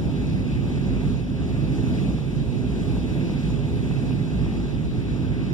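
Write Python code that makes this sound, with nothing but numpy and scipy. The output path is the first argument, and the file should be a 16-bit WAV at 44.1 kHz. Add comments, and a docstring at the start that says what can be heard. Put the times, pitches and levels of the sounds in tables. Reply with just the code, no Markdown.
"""Jet roar fills the bass at a window seat in an airliner in flight: noise lifted by cabin booms.
Air rushes past the skin above it, a hiss whose bands flutter, and the power system hums as a wavering sine.
Now and then a faint tick, a ringing click on a bass thump, comes with a sag of the level around it.
Two close microphone ports are cross-cancelled for a wide stereo picture."""
import sys
import numpy as np
from scipy import signal
from scipy.fft import rfft, irfft
from scipy.io import wavfile
from scipy.ndimage import uniform_filter1d

SR = 44100
rng = np.random.default_rng(int(sys.argv[2]) if len(sys.argv) > 2 else 0)


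def digitize_waveform(pressure):
    """Quantize a signal to 16-bit integers and store it at the path in sys.argv[1].

    Rows of a 2-D input are taken as channels; values are limited to [-1, 1].
    """
    field = np.atleast_2d(pressure).T
    bounded = np.clip(field, -1, 1)
    quanta = np.round(bounded * 32767).astype(np.int16)
    wavfile.write(sys.argv[1], SR, quanta)


N = 243873  # samples, about 5.5 s

# Jet roar through the wall: [f/Hz, left level/dB per Hz, right port louder by/dB]
ROAR_SPECTRUM = [(18, -70, 4), (28, -76, 2), (35, -76, -1), (43, -58.5, 1), (51.6, -52, 3), (77, -50, -8.5),
                 (100.6, -49, 1), (161, -46.5, -1.5), (254, -50.5, 0), (302.4, -53, -1.5), (414, -63, 4),
                 (439, -66, 4.5), (593, -72, 2), (930, -78.5, -1.5), (1054, -92, 3.5), (1390, -110, -11)]
# Cabin and panel booms that colour the roar: [f/Hz, width/Hz, left boost/dB, right boost/dB]
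CABIN_BOOMS = [(56.2, 10.3, 8.5, 7), (73.9, 7.2, 7, 8), (103.9, 7.1, 2, 4.5), (134.4, 43.6, -4.5, 8),
               (139.5, 15, 3.5, 2), (178, 10.4, 0, 0), (192, 17, 1.5, 1.5), (251.5, 19.3, 0.5, 7),
               (342, 36, 0.5, 4)]
# Likeness of the roar at the two ports: [f/Hz, likeness/0 to 1, left leads by/rad]
ROAR_PORT_LIKENESS = [(30, .4, -.8), (45, 1, -0.66), (60, 0.97, 0.34), (75.5, 0.74, -1.1), (88, 0.14, -1.4),
                      (114, 0.43, 1.92), (160, 0.7, 0.23), (200, 0.56, -0.39), (313, 0.89, 1.15),
                      (382, 0.71, 0.64), (492, 0.81, 0.3), (613, 0.4, -0.47), (1000, 0.49, -0.5)]


def roar(upper_db, buffet_db):
    """Jet noise shaking the wall, coloured by cabin booms; buffeting swells its upper part."""
    left_db, right_over_left_db = over_hz(ROAR_SPECTRUM)
    alike, lead = over_hz(ROAR_PORT_LIKENESS)
    spectrum = port_noise(left_db, left_db + right_over_left_db, CABIN_BOOMS, alike, lead)
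    upper_share = 1 / (1 + (330 / bins_hz()) ** 4)  # crossover at 330 Hz
    lower = irfft(spectrum * (1 - upper_share), N)
    upper = irfft(spectrum * upper_share, N)
    return lower + upper * amp(upper_db + buffet_db * drift(9.6))


# Air rushing along the skin: [f/Hz, left level/dB per Hz, right port louder by/dB, likeness/-1 to 1]
RUSH_SPECTRUM = [(600, -100, -10, 0.11), (990, -87, 0, -0.13), (1154, -79, 0.5, -0.54),
                 (1540, -80, -8.5, -0.58), (1770, -81, -6, 0.12), (2310, -82, 0.5, 0.2),
                 (2540, -82.5, -1, 0), (2580, -82.5, -1, 0.57), (2720, -83, -2, 0.25),
                 (3240, -84, -4, 0.15), (3580, -82.5, 1.5, -0.33), (4230, -88.5, -1.5, 0.095),
                 (4850, -90.5, -1.5, 0.23), (5840, -92.5, -0.5, 0.07), (7950, -97, -1.5, -0.051),
                 (9760, -101, 0, -0.025), (11550, -105, -2, -0.24), (13100, -110, 2, -0.044),
                 (14200, -119, 4, -.4)]
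# Narrow peaks and dips in the rush: [f/Hz, width/Hz, left boost/dB, right boost/dB]
RUSH_PEAKS = [(1663, 99, 2.5, -11), (1990, 90, 2.5, 5), (2456, 69, -3.5, -6), (2487, 320, 4.5, 5),
              (2510, 70, 3, 3), (2586, 40, 4, 3), (4305, 50, 3.5, 2.5), (3925, 60, 3, 2), (1555, 40, 4, 1),
              (2650, 90, 0.5, -1), (1794, 35, 2.5, 2.5), (3394, 50, 2.5, 2.5), (4950, 200, 3, 1),
              (7166, 60, 3, 1), (3530, 87, -4.5, -1.5), (3920, 140, 2.5, -1), (5490, 120, 4, 2),
              (6920, 250, 1, 4.5)]


def rush(tilt_db, shared_flutter_db, own_flutter_db):
    """Boundary-layer hiss in third-octave bands; turbulence flutters them partly together, the treble tilts."""
    left_db, right_over_left_db, alike = over_hz(RUSH_SPECTRUM)
    right_db = left_db + right_over_left_db
    spectrum = port_noise(left_db, right_db, RUSH_PEAKS, alike, lead=0, ragged_db=1.3)
    together = drift(4.2)
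    third = np.clip(3 * np.log2(bins_hz() / 1000), 0, 12)  # third octaves above 1 kHz
    out = 0
    for k in range(13):
        band = irfft(spectrum * np.maximum(1 - abs(third - k), 0), N)  # overlapping triangles
        octaves_above_2k = max(k / 3 - 1, 0)
        flutter = shared_flutter_db * together + own_flutter_db * drift(9.5)
        out = out + band * amp(tilt_db * octaves_above_2k + flutter)
    return out


HUM_LEFT_DB, HUM_RIGHT_DB, HUM_WAVER_DB = -44.5, -46, 1.5  # RMS level at each port, spread of its waver
HUM_START_HZ, HUM_RISE_HZ_PER_S, HUM_WAVER_HZ = 406.2, 0.7, 0.73


def hum(hz):
    """The aircraft power tone: a sine on the given pitch, wavering in pitch and level."""
    phase = 2 * np.pi * np.cumsum(hz + HUM_WAVER_HZ * drift(3.96)) / SR
    tone = np.sqrt(2) * np.sin(phase)  # RMS of 1
    return tone * amp(HUM_WAVER_DB * drift(2.6)) * amp([[HUM_LEFT_DB], [HUM_RIGHT_DB]])


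TICK_HZ, TICK_WIDTH_HZ, SAG_RECOVERY_S = 750, 270, 0.42  # recovery is a time constant
THUMP_HZ, THUMP_WIDTH_HZ, THUMP_OVER_TICK_DB = 150, 160, 21.5  # level ratio ahead of the band-pass
# Ticks, each on a bass thump: [t/s, click level ahead of the band-pass/dB, sag drop/dB with sign ignored]
TICK_EVENTS = [(0.776, -38, 0.5), (1.102, -42, 2), (1.147, -37.5, 3.5), (2.107, -39, 3), (2.185, -35, -1),
               (2.968, -34, 2), (3.298, -33, 1.5), (3.503, -35, 1.5), (3.911, -33, 1), (4.108, -32.5, 1.5),
               (4.463, -32, 0)]


def ticks():
    """Clicks ring a dull tick and a bass thump; each also drops a level in dB that recovers exponentially."""
    clicks = np.full(N, 1e-18)  # tiny offset instead of pure silence
    drops = np.zeros(N)
    for s, click_db, sag_db in TICK_EVENTS:
        clicks[round(s * SR)] = -amp(click_db)
        drops[round(s * SR)] = -abs(sag_db)
    thump = amp(THUMP_OVER_TICK_DB) * ring(clicks, THUMP_HZ, THUMP_WIDTH_HZ)
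    knock = ring(clicks, TICK_HZ, TICK_WIDTH_HZ) + thump
    soft = signal.sosfilt(signal.butter(2, [80, 1400], "band", fs=SR, output="sos"), knock)
    recovery = np.exp(-1 / (SAG_RECOVERY_S * SR))
    return soft, signal.lfilter([1], [1, -recovery], drops)


def ring(clicks, hz, width_hz):
    """Two-pole resonator: a unit click starts a damped sine with an envelope near 1."""
    r, w = np.exp(-np.pi * width_hz / SR), 2 * np.pi * hz / SR
    return signal.lfilter([0, np.sin(w)], [1, -2 * r * np.cos(w), r * r], clicks)


def port_noise(left_db, right_db, bumps, alike, lead, ragged_db=0):
    """Spectra of noise at two ports: the right mixes the left's noise, phase-shifted, with its own."""
    for hz, width_hz, left_bump_db, right_bump_db in bumps:
        bell = np.exp(-np.log(16) * ((bins_hz() - hz) / width_hz) ** 2)  # width at half the dB height
        left_db = left_db + left_bump_db * bell
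        right_db = right_db + right_bump_db * bell
    # cabin reflections add up unevenly at each port: random dB smoothed over 30 Hz
    ragged = uniform_filter1d(rng.standard_normal((2, N // 2 + 1)), size=round(30 * N / SR))
    ragged = ragged_db * ragged / ragged.std()
    left_db, right_db = left_db + ragged[0], right_db + ragged[1]
    shared, own = rfft(rng.standard_normal((2, N))) * np.sqrt(SR / 2)  # unit power per Hz
    alike = np.clip(alike, -.99, .99)
    right = alike * np.exp(-1j * lead) * shared + np.sqrt(1 - alike ** 2) * own
    return np.array([amp(left_db) * shared, amp(right_db) * right])


def drift(rate_hz):
    """Slow random wander around zero with spread 1: noise through two equal low-pass poles."""
    step = 40  # samples between drawn points
    r = np.exp(-2 * np.pi * rate_hz * step / SR)
    noise = rng.standard_normal(N // step + 2002)
    slow = signal.lfilter([1], [1, -2 * r, r * r], noise)[2000:]  # drop the run-in
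    return np.interp(np.arange(N) / step, np.arange(len(slow)), slow / slow.std())


def amp(db):
    """Decibels to gain."""
    return 10 ** (np.asarray(db) / 20)


def bins_hz(size=N):
    """Frequencies of the spectrum bins, at least 1 Hz."""
    return np.maximum(np.arange(size // 2 + 1) * SR / size, 1)


def over(axis, rows):
    """Columns of a table, joined by straight lines along its first column."""
    first, *columns = np.transpose(rows)
    return [np.interp(axis, first, c) for c in columns]


def over_hz(rows, size=N):
    """Columns of a table on a log-frequency axis."""
    log_rows = [(np.log(hz), *rest) for hz, *rest in rows]
    return over(np.log(bins_hz(size)), log_rows)


# Slow changes in flight: [t/s, overall level/dB, treble tilt/dB per octave, upper roar level/dB]
CRUISE_CHANGES = [(0, -1, 0, 4), (0.3, -0.5, 0.3, 0), (0.6, 0, -0.3, -0.5), (1.0, 1.5, 0, 0.5),
                  (1.5, 2.5, -0.1, -0.5), (1.9, 2, 0.95, 1), (2.5, 0.5, 0.5, 0), (2.9, 1, 0.8, 2),
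                  (3.4, 2, 0.8, 0.5), (3.8, 1.5, 0.6, 0.5), (4.4, 2, 0, -0.5), (4.85, -0.5, -0.5, -1),
                  (5.2, 0.1, -0.9, -0.5), (5.53, 0.5, -1.4, -2.5)]


def scene():
    """Roar, rush and hum share the slow level changes and sags; the ticks are added at their own level."""
    s = np.arange(N) / SR
    level_db, tilt_db, upper_db = over(s, CRUISE_CHANGES)
    tick, sag_db = ticks()
    # the sag sets in over 91 ms, from 11 ms ahead of the tick
    sag_db = uniform_filter1d(sag_db, size=4000, origin=1500)
    tone = hum(HUM_START_HZ + HUM_RISE_HZ_PER_S * s)
    air = rush(tilt_db, shared_flutter_db=0.357, own_flutter_db=1.26)
    bed = roar(upper_db, buffet_db=0.97) + air + tone
    return amp(level_db + sag_db) * bed + tick


PORT_COMB_HZ = 2121  # one over the travel time between the ports
OVERLOAD_TOP, CUTOFF_HZ = 0.7, 14200  # ceiling of the rounding in full scale, low-pass corner
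# Share of each port taken off the other channel: [f/Hz, share/0 to 1]
CANCEL_SHARE = [(300, 0.02), (600, 0.43), (1000, 0.72), (1500, 0.63), (2100, 0.79), (3200, 0.51),
                (4250, 0.57), (5200, 0.5), (6300, 0.39), (7300, 0.34), (9500, 0.08), (14000, 0)]


def record(dry):
    """Peaks are rounded; each channel loses a delayed share of the other port, combing it; the top is cut."""
    run_in = 2048  # mirrored samples at both ends
    rounded = OVERLOAD_TOP * np.tanh(dry / OVERLOAD_TOP)
    long = np.pad(rounded, ((0, 0), (run_in, run_in)), "reflect", reflect_type="odd")
    size = long.shape[1]
    share, = over_hz(CANCEL_SHARE, size)
    delay = np.exp(-2j * np.pi * bins_hz(size) / PORT_COMB_HZ)
    late = np.clip(share, 0, .95) * delay
    ports = rfft(long)
    wide = irfft(ports - late * ports[::-1], size)
    cut = signal.sosfilt(signal.ellip(12, .5, 70, CUTOFF_HZ, fs=SR, output="sos"), wide)
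    return cut[:, run_in:-run_in]


dry = scene()
out = record(dry)
digitize_waveform(out)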